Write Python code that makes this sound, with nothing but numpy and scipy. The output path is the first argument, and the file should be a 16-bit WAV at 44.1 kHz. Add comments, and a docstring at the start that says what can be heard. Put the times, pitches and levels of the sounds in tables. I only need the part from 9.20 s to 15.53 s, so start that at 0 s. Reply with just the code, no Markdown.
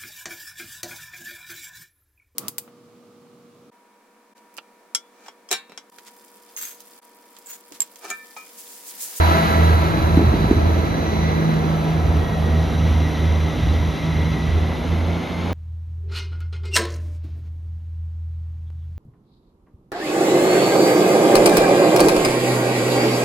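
"""The drone of two six-cylinder diesels throbs about twice a second as a two-car train pulls out along a platform.
Firing tones beat; gear and whine partials follow engine speed; shaped noise makes gusty rumble, roar and hiss.
Its tail passes close on the left with thumps of the last bogie over a rail joint, then it recedes ahead.
A steel bridge throws sound back, a wheel sings in short rubs, and near the end the engines pick up speed."""
import sys
import numpy as np
from scipy import signal
from scipy.fft import rfft, irfft, next_fast_len
from scipy.io import wavfile

SR = 44100
rng = np.random.default_rng(int(sys.argv[2]) if len(sys.argv) > 2 else 0)


def pcm_store(signal):
    """Save signal as 16-bit PCM."""
    levels = np.round(np.clip(np.atleast_2d(signal), -1, 1) * 32767)
    wavfile.write(sys.argv[1], SR, levels.astype(np.int16).T)


N = 279153
TIME = np.arange(N) / SR
SIZE = next_fast_len(N)
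BIN_HZ = np.maximum(np.fft.rfftfreq(SIZE, 1 / SR), 1)
SIDE_LAG_S = 0.000436   # right ear behind left for sound from the left


def from_db(db):
    """Decibels to amplitude gain."""
    return 10 ** (np.asarray(db) / 20)


def rms(x):
    """Root mean square."""
    return np.sqrt(np.mean(np.abs(x) ** 2) + 1e-20)


def in_time(rows):
    """Each value column of a time table, interpolated at every sample."""
    time_s, *columns = np.transpose(rows)
    return [np.interp(TIME, time_s, column) for column in columns]


def at_hz(points, hz):
    """Read a table on a log-frequency axis."""
    freqs, values = np.transpose(points)
    return np.interp(np.log(hz), np.log(freqs), values)


def drift(rate_hz):
    """Slow random waver with rms 1, from low-passed noise made at SR / 40."""
    pole = np.exp(-80 * np.pi * rate_hz / SR)
    noise = rng.standard_normal(N // 40 + 2002)
    slow = signal.lfilter([1], [1, -2 * pole, pole * pole], noise)[2000:]
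    return np.interp(np.arange(N) / 40, np.arange(len(slow)), slow / rms(slow))


def turning(rate_hz):
    """Phase in radians of something that repeats at this rate."""
    return 2 * np.pi * np.cumsum(rate_hz) / SR


def swell(start_s, attack_s, hold_s, release_db_per_s):
    """Envelope that rises to 1, holds and dies away exponentially."""
    t = TIME - start_s
    release_s = np.maximum(t - attack_s - hold_s, 0)
    return np.clip(t / attack_s, 0, 1) * from_db(-release_db_per_s * release_s)


TRAIN_M_PER_S = 9
# sound thrown back by the steel bridge: start_s, attack_s, hold_s, release_db_per_s
BRIDGE_SWELL = (3.1996, 0.61, 1.32, 34)


def passing(level, closest_s, distance_m):
    """Gain of a part rolling by: direct sound falls with distance; wall reflections change under the bridge."""
    direct_db, returned_db, fade_db_per_s, bridge_db = level
    nearness = distance_m / np.hypot(distance_m, TRAIN_M_PER_S * (TIME - closest_s))
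    returned = from_db(returned_db - fade_db_per_s * TIME + bridge_db * swell(*BRIDGE_SWELL))
    return np.hypot(from_db(direct_db) * nearness, returned)


def underfloor(level):
    """Gain of machinery under the last car, which passes the listener early."""
    return passing(level, closest_s=0.09, distance_m=2.8)


def partials(phase, orders, ahead, steady, spread):
    """Shaft-locked tones: steady direct part, plus reflections that blur each line and differ between ears."""
    out = np.zeros((2, N))
    width = spread * (1 - ahead / 2)
    for multiple, db, width_hz in orders:
        shared = steady + (drift(width_hz) + 1j * drift(width_hz)) / np.sqrt(2)
        apart = width * (drift(width_hz) + 1j * drift(width_hz))
        waver = np.array([shared + apart, shared - apart], np.complex64)
        # ears come into step as the train moves ahead
        mean_rad_per_s = multiple * phase[-1] / TIME[-1]
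        late = np.angle(np.exp(1j * mean_rad_per_s * SIDE_LAG_S)) * (1 - ahead)
        left = multiple * phase % (2 * np.pi)
        angle = np.array([left, left - late], np.float32)
        tone = waver.real * np.cos(angle) - waver.imag * np.sin(angle)
        out += from_db(db) * np.sqrt(2) / rms(waver) * tone
    return out


# slower engine's firing tone: time_s, level_db
FIRING_TONE = [(0.0, -18.7), (1.0, -20.6), (1.35, -24.3), (2.0, -28), (2.55, -33), (2.85, -23.7),
               (3.3, -22.3), (4.15, -21), (4.85, -28.5), (5.18, -27), (5.33, -18.5), (5.5, -25.5),
               (5.85, -25), (6.33, -29.5)]
# slower engine's octave of the firing tone: time_s, level_db
FIRING_OCTAVE = [(0.0, -30.5), (1.0, -26.5), (1.4, -37), (1.95, -29), (2.1, -22.5), (2.35, -19.5),
                 (3.0, -26), (4.5, -30), (4.95, -25.5), (5.5, -33.5), (6.33, -31)]
# exhaust overtones: firing_multiple, alongside_db, ahead_db, width_hz
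EXHAUST_ORDERS = [(2 / 3, -11, -11, 0.6), (4 / 3, -6.5, -6.5, 3.474), (8 / 3, 0.5, -3.5, 1.2),
                  (3, -16, -2, 1.2), (11 / 3, -8, -5.5, 3.4), (4, -3, -13, 2.5)]
# overtones: direct_db, returned_db, fade_db_per_s, bridge_db
OVERTONE_LEVEL = (-44, -32.5, 0.97, 4.5)
# roar behind the train once its tail has gone by: start_s, attack_s, hold_s, release_db_per_s
HOLLOW_ROAR = (2.3905, 0, 0.3, 8.5)
FASTER_FIRING_DB = -1.5   # re slower engine
FASTER_OCTAVE_DB, HOLLOW_ROAR_DB = -34.5, -36.5


def exhaust(slower, faster, ahead):
    """Two engines' firing tones and octaves beat; uneven cylinders add overtones on the crankshaft's rate."""
    (firing_db,), (octave_db,) = in_time(FIRING_TONE), in_time(FIRING_OCTAVE)
    # bass reflected off the car side puts the ears slightly out of step
    skew = 0.14 * (1 - ahead / 2) * np.array([[1], [-1]])
    firing_pair = np.sin(slower + skew) + from_db(FASTER_FIRING_DB) * np.sin(faster + skew)
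    boom = from_db(firing_db + 1.1 * drift(5.2)) * firing_pair
    slower_octave = from_db(octave_db + 1.2 * drift(11)) * np.sin(2 * (slower + skew))
    # slips half a cycle as the train moves ahead
    faster_octave = from_db(FASTER_OCTAVE_DB) * np.sin(2 * (faster + skew) - np.pi * ahead)
    orders = [(multiple, near_db + (far_db - near_db) * ahead, width_hz)
              for multiple, near_db, far_db, width_hz in EXHAUST_ORDERS]
    overtones = underfloor(OVERTONE_LEVEL) * partials(slower, orders, ahead, steady=1.6, spread=0.45)
    blurred = partials(slower, [(9.1, 0.0018, 75.0)], ahead, steady=0, spread=0.33)
    hollow = from_db(HOLLOW_ROAR_DB) * swell(*HOLLOW_ROAR) * blurred
    return np.sqrt(2) * (boom + slower_octave + faster_octave) + overtones + hollow


# gear tones: firing_multiple, level_db, width_hz
GEAR_ORDERS = [(2, 1.5, 3.188), (4, -4.5, 2.2), (8, 2.3, 5.6), (9.5, -9, 7), (11.98, 0, 9), (16.03, 0, 24),
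               (20, -7.5, 22)]
# gear tones: direct_db, returned_db, fade_db_per_s, bridge_db
GEAR_LEVEL = (-30.2, -45, 0.782, 0)
# gear flutter: depth at once, depth at twice the crankshaft's rate
GEAR_SHAKE = (.35, .35)
# rough whine: firing_multiple, level_db, width_hz
WHINE_ORDERS = [(23.85, 0, 28), (25.51, -0.5, 85)]
# rough whine: time_s, level_db
WHINE = [(0, -38), (.35, -38), (.8, -50), (1.7, -48), (2.07, -41), (2.3, -47), (2.9, -52), (3.5, -50),
         (3.8, -42), (4.4, -44.5), (5.08, -41.5), (5.5, -45.5), (6.33, -45)]
# shrill whine: firing_multiple, level_db, width_hz
SHRILL_ORDERS = [(41.3, -12, 70), (48.15, -1, 55), (49.4, -6.5, 55)]
# highest whine: firing_multiple, unscreened_db, width_hz
SHRILL_OCTAVE = (72.3, -5, 290)
# shrill whine: direct_db, returned_db, fade_db_per_s, bridge_db
SHRILL_LEVEL = (-37.5, -43.3, 1.7, 4.2)
# shrill lift as the tail clears: start_s, attack_s, hold_s, release_db_per_s
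TAIL_CLEARS = (1.7, 0.19, .05, 18)
TAIL_SHRILL_DB = 3.5


def transmission(phase, ahead):
    """Gear tones flutter with the crankshaft; rough whines carry on; shrill ones flare and narrow to the centre."""
    whine_db, = in_time(WHINE)
    once, twice = GEAR_SHAKE
    # three firings per crankshaft turn
    shake = 1 + once * np.cos(phase / 3 + drift(3)) + twice * np.cos(2 * phase / 3 + drift(3))
    gear_tones = partials(phase, GEAR_ORDERS, ahead, steady=1.3 - ahead, spread=0.49)
    gears = underfloor(GEAR_LEVEL) * shake * gear_tones
    whine = from_db(whine_db) * partials(phase, WHINE_ORDERS, ahead, steady=0.45, spread=0.31)
    # the car body screens the highest whine until the tail has cleared
    multiple, db, width_hz = SHRILL_OCTAVE
    octave = (multiple, db - 4 * np.clip(TAIL_CLEARS[0] - TIME, 0, 1), width_hz)
    shrill_tones = partials(phase, SHRILL_ORDERS + [octave], ahead, steady=.15, spread=.45 * (1 - ahead))
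    flare = from_db(TAIL_SHRILL_DB * swell(*TAIL_CLEARS))
    return gears + whine + flare * underfloor(SHRILL_LEVEL) * shrill_tones


# engine block: direct_db, returned_db, fade_db_per_s, bridge_db
GROWL_LEVEL = (-27.5, -50, 2, -1)


def growl(phase):
    """Block clatter repeats each crankshaft turn of three firings: a dense comb of partials, late at the right ear."""
    turn = np.linspace(0, 1, 256, endpoint=False)
    clatter = rng.standard_normal(len(turn)) * (1 + .5 * np.cos(6 * np.pi * turn))
    block = signal.butter(3, [480, 1700], "band", fs=SR, output="sos")
    sound = signal.sosfilt(block, np.interp(phase / (6 * np.pi), turn, clatter, period=1))
    sound = underfloor(GROWL_LEVEL) * from_db(1.8 * drift(9)) * sound / rms(sound)
    return np.array([sound, np.interp(TIME - SIDE_LAG_S, TIME, sound)])


DIRECT_TOP_HZ = 6500


def noise_field(spectrum, correlation, balance, direct_share):
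    """Spectra of coloured noise in two channels: a scattered part, and a direct part late on the right."""
    alike = np.clip(at_hz(correlation, BIN_HZ), -.99, .99)
    mid, side, direct = rfft(rng.standard_normal((3, SIZE)))
    mid, side = np.sqrt((1 + alike) / 2) * mid, np.sqrt((1 - alike) / 2) * side
    scattered = np.array([mid + side, mid - side])
    direct = direct * np.exp(-2j * np.pi * BIN_HZ * SIDE_LAG_S * np.array([[0], [1]]))
    # the finest hiss arrives mostly by reflection
    share = np.clip(direct_share, 0, 1) / (1 + (BIN_HZ / DIRECT_TOP_HZ) ** 4)
    tilt_db = at_hz(balance, BIN_HZ) * np.array([[.5], [-.5]])
    colour = from_db(at_hz(spectrum, BIN_HZ) + tilt_db)
    return colour * (np.sqrt(1 - share) * scattered + np.sqrt(share) * direct)


# relative noise spectra: freq_hz, density_db_per_hz
ALONGSIDE = [(20, -79), (38, -55), (56, -41), (115, -45), (160, -52.5), (240, -52), (305, -48.5),
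             (400, -52), (500, -53), (850, -54), (1600, -61.5), (2300, -64.5), (3200, -68.5), (4500, -71),
             (5400, -81), (7000, -86), (8600, -92.5), (10500, -93.5), (12600, -85.5)]
AHEAD = [(20, -83), (38, -65), (58, -45), (140, -55), (280, -55.5), (500, -59), (780, -60), (1600, -70.5),
         (2200, -73), (3750, -72), (4200, -79.5), (7000, -87.5), (8600, -79.5), (10500, -83),
         (12600, -77.5)]
# correlation of the two channels' noise, opposed around 8 kHz: freq_hz, correlation
ALONGSIDE_CORRELATION = [(60, .96), (280, .9), (600, .25), (1300, .43), (1900, -1), (2500, .55),
                         (4300, .85), (7000, 1), (7600, -1), (9100, -1), (10400, 1), (12500, .6)]
AHEAD_CORRELATION = [(60, .96), (280, .88), (700, .78), (1300, .62), (1850, .25), (2400, 1), (5800, 1),
                     (7000, .83), (7550, -1), (9100, -1), (10100, 1), (11000, .8)]
# channel balance: freq_hz, left_minus_right_db
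ALONGSIDE_BALANCE = [(430, 0), (710, 2.5), (1160, -3.5), (1900, -3.5), (3100, 0), (5000, -0.5)]
AHEAD_BALANCE = [(260, 0), (430, 1.8), (710, 1), (1160, 4), (1900, 0.5), (5000, -2)]


def noise_fields():
    """Noise alongside, partly direct, and ahead, all scattered."""
    near = noise_field(ALONGSIDE, ALONGSIDE_CORRELATION, ALONGSIDE_BALANCE, direct_share=0.46674)
    far = noise_field(AHEAD, AHEAD_CORRELATION, AHEAD_BALANCE, direct_share=0)
    return near, far


def noise_band(fields, ahead, low_hz, high_hz):
    """One noise band, power-crossfaded from alongside to ahead; each field is levelled first."""
    window = 1 / np.sqrt((1 + (low_hz / BIN_HZ) ** 16) * (1 + (BIN_HZ / high_hz) ** 16))
    near, far = (irfft(field * window, SIZE)[:, :N] for field in fields)
    return np.sqrt(1 - ahead) * near / rms(near.mean(0)) + np.sqrt(ahead) * far / rms(far.mean(0))


# low gusty rumble, probably wind on the microphone: time_s, level_db
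RUMBLE = [(0.0, -35), (0.22, -36), (0.45, -27.5), (0.8, -25.5), (1.2, -21), (1.55, -23.5), (1.8, -29),
          (2.2, -29), (2.65, -32.5), (2.85, -25), (3.6, -27), (4.25, -31), (4.45, -22.5), (4.75, -29.5),
          (4.95, -25.5), (5.35, -23), (5.65, -30.5), (5.95, -38), (6.33, -36)]
# bogie: direct_db, returned_db, fade_db_per_s, bridge_db
BOGIE_LEVEL = (-32.8, -28.6, 0.57, -1.2)


def rumble_and_bogie(fields, ahead):
    """Gusty low rumble, plus bogie noise that swells as the bogie passes."""
    rumble_db, = in_time(RUMBLE)
    rumble = from_db(rumble_db + 0.9 * drift(9)) * noise_band(fields, ahead, 15, 164.0)
    bogie_gain = passing(BOGIE_LEVEL, closest_s=1.6, distance_m=2.9)
    bogie = bogie_gain * from_db(1.8 * drift(21.06)) * noise_band(fields, ahead, 159, 480)
    return rumble + bogie


# machinery noise: direct_db, returned_db, fade_db_per_s, bridge_db
ROAR_LEVEL = (-30.5, -35.3, 0.2, -1.6)
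RASP_LEVEL = (-34, -42, 0, 0.2)
HISS_LEVEL = (-34.5, -44, -0.35, 1.5)
FINE_HISS_LEVEL = (-44, -53.5, 1.2, 1)
CHURN_DB = 0.75   # rms waver, independent for roar and rasp


def machinery_noise(fields, phase, ahead):
    """Churning roar, rasp and hiss, pulsing at the firing rate and half of it."""
    firing = 1 + .07 * np.cos(phase) + .03 * np.cos(phase / 2)
    roar = underfloor(ROAR_LEVEL) * from_db(CHURN_DB * drift(12)) * noise_band(fields, ahead, 524, 975)
    rasp = underfloor(RASP_LEVEL) * from_db(CHURN_DB * drift(12)) * noise_band(fields, ahead, 1118, 2050)
    hiss = underfloor(HISS_LEVEL) * from_db(0.8 * drift(9.7)) * noise_band(fields, ahead, 2140.0, 7000)
    fine = underfloor(FINE_HISS_LEVEL) * from_db(.5 * drift(7)) * noise_band(fields, ahead, 8060, 12000)
    return firing * (roar + rasp + hiss + fine)


# wheels striking the joint and the bogie jolting after: start_s, peak_db, pitch_hz, ring_re_peak_db
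THUMPS = [(0.9707, -2, 268, -14), (0.990, -9.5, 295, -7), (1.0115, -10, 255, -7), (1.063, -9, 99, -22),
          (1.136, -11.5, 250, -8), (1.2385, -12.5, 225, -16), (1.247, -17, 88, -22), (1.3092, -1, 283, -19),
          (1.329, -10, 320, -12), (1.3675, -12.5, 280, -14), (1.453, -14.5, 89.5, -23),
          (1.776, -15, 280, -14)]
# wheel and axle at each blow: low_hz, high_hz
CLANK_BAND_HZ = (450, 930)
THUMP_CYCLES = 3.1
THUMP_SAG = .25   # share by which pitch starts high and ends low
RING_T60_S, RING_DELAY_S = 0.26, 0.019
TICK_DB, TICK_T60_S, TICK_HZ = -25, 0.06, 1800   # level re blow
CLANK_DB, CLANK_T60_S = -26, 0.14   # level re blow


def rail_joint():
    """Each blow: faint steel tick, clank and short solid pulse; bogie and platform wall ring on after it."""
    out = np.zeros((2, N))
    t = TIME[:SR // 2]
    clank_band = signal.butter(2, CLANK_BAND_HZ, "band", fs=SR, output="sos")
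    for start_s, db, hz, ring_db in THUMPS:
        done = np.minimum(hz * t / THUMP_CYCLES, 1)
        cycles = THUMP_CYCLES * (done + THUMP_SAG * done * (1 - done) - .5)
        pulse = -np.cos(2 * np.pi * cycles) * np.cos(np.pi * cycles / THUMP_CYCLES) ** 2
        ring_band = signal.butter(3, [hz * 0.724, hz * 1.29], "band", fs=SR, output="sos")
        ring = signal.sosfilt(ring_band, rng.standard_normal(len(t)))
        dying = np.minimum(t / RING_DELAY_S, 1) ** 2 * from_db(-60 * t / RING_T60_S)
        ring = from_db(ring_db) * dying * ring / rms(ring)
        clank = signal.sosfilt(clank_band, rng.standard_normal(len(t)))
        clank = from_db(CLANK_DB - 60 * t / CLANK_T60_S) * clank / rms(clank)
        blow = from_db(db) * (pulse + clank + ring)
        # the tick is low-passed noise, separate at each ear
        tick = signal.lfilter(*signal.butter(2, TICK_HZ, fs=SR), rng.standard_normal((2, len(t))))
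        tick = from_db(db + TICK_DB - 60 * t / TICK_T60_S) * tick / rms(tick)
        first = round(start_s * SR)
        out[:, first:first + len(t)] += blow + tick
    return out


# short rubs: start_s, hold_s, level_db
WHEEL_SONG = [(2.98, .07, -41.5), (3.11, .05, -43.5), (3.23, .025, -39.5), (3.33, .07, -47)]
# wheel modes: pitch_multiple, level_db, width_hz
WHEEL_MODES = [(1, 0, 45), (1.753, -10, 70)]
WHEEL_HZ, WHEEL_ATTACK_S, WHEEL_RELEASE_DB_PER_S = 1906, .035, 220


def singing_wheel(ahead):
    """The flange catches and slips on the rail; two wheel modes ring with a rough, wavering tone."""
    ringing = partials(turning(WHEEL_HZ + 4 * drift(25)), WHEEL_MODES, ahead, steady=2.6, spread=.6)
    rubs = sum(from_db(db) * swell(start_s, WHEEL_ATTACK_S, hold_s, WHEEL_RELEASE_DB_PER_S)
               for start_s, hold_s, db in WHEEL_SONG)
    return rubs * ringing


# faster engine: time_s, firing_rate_hz
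SPEED = [(0, 82.5), (.9, 82.2), (2.4, 82.1), (3.3, 81.5), (4.4, 81.5), (5.3, 82), (5.7, 84), (6.05, 87),
         (6.33, 88)]
# slower engine's lag, the rate of the throb: time_s, beat_hz
BEAT = [(0, 2.11), (1, 1.96), (1.6, 1.88), (2.1, 1.92), (2.5, 2.5), (3.8, 2.34), (5.2, 2.52), (5.8, 2.11),
        (6.33, 1.58)]
# bearing: time_s, share_from_straight_ahead
BEARING = [(0, 0.00756), (2.1, 0.018), (2.7, 0.52), (3.1, 0.72), (3.6, 1), (6.33, 1)]


def scene():
    """The whole train and the rumble; the bass is a little stronger on the right."""
    (speed,), (beat,) = in_time(SPEED), in_time(BEAT)
    slower, faster = turning(speed - beat), turning(speed)
    ahead = np.clip(in_time(BEARING)[0], 0, 1)
    fields = noise_fields()
    bass = exhaust(slower, faster, ahead) + rumble_and_bogie(fields, ahead) + rail_joint()
    treble = transmission(faster, ahead) + growl(faster)
    treble = treble + machinery_noise(fields, slower, ahead) + singing_wheel(ahead)
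    rightward = np.array([[-1], [1]])
    return bass * from_db(0.89 * rightward) + treble * from_db(0.02767 * rightward)


CUTOFF_HZ = 13200


def record(dry):
    """The highest peaks are rounded and the top is cut steeply."""
    rounded = dry / (1 + (dry / .95) ** 8) ** (1 / 8)
    return signal.sosfilt(signal.ellip(10, .1, 80, CUTOFF_HZ, fs=SR, output="sos"), rounded)


dry = scene()
out = record(dry)
pcm_store(out)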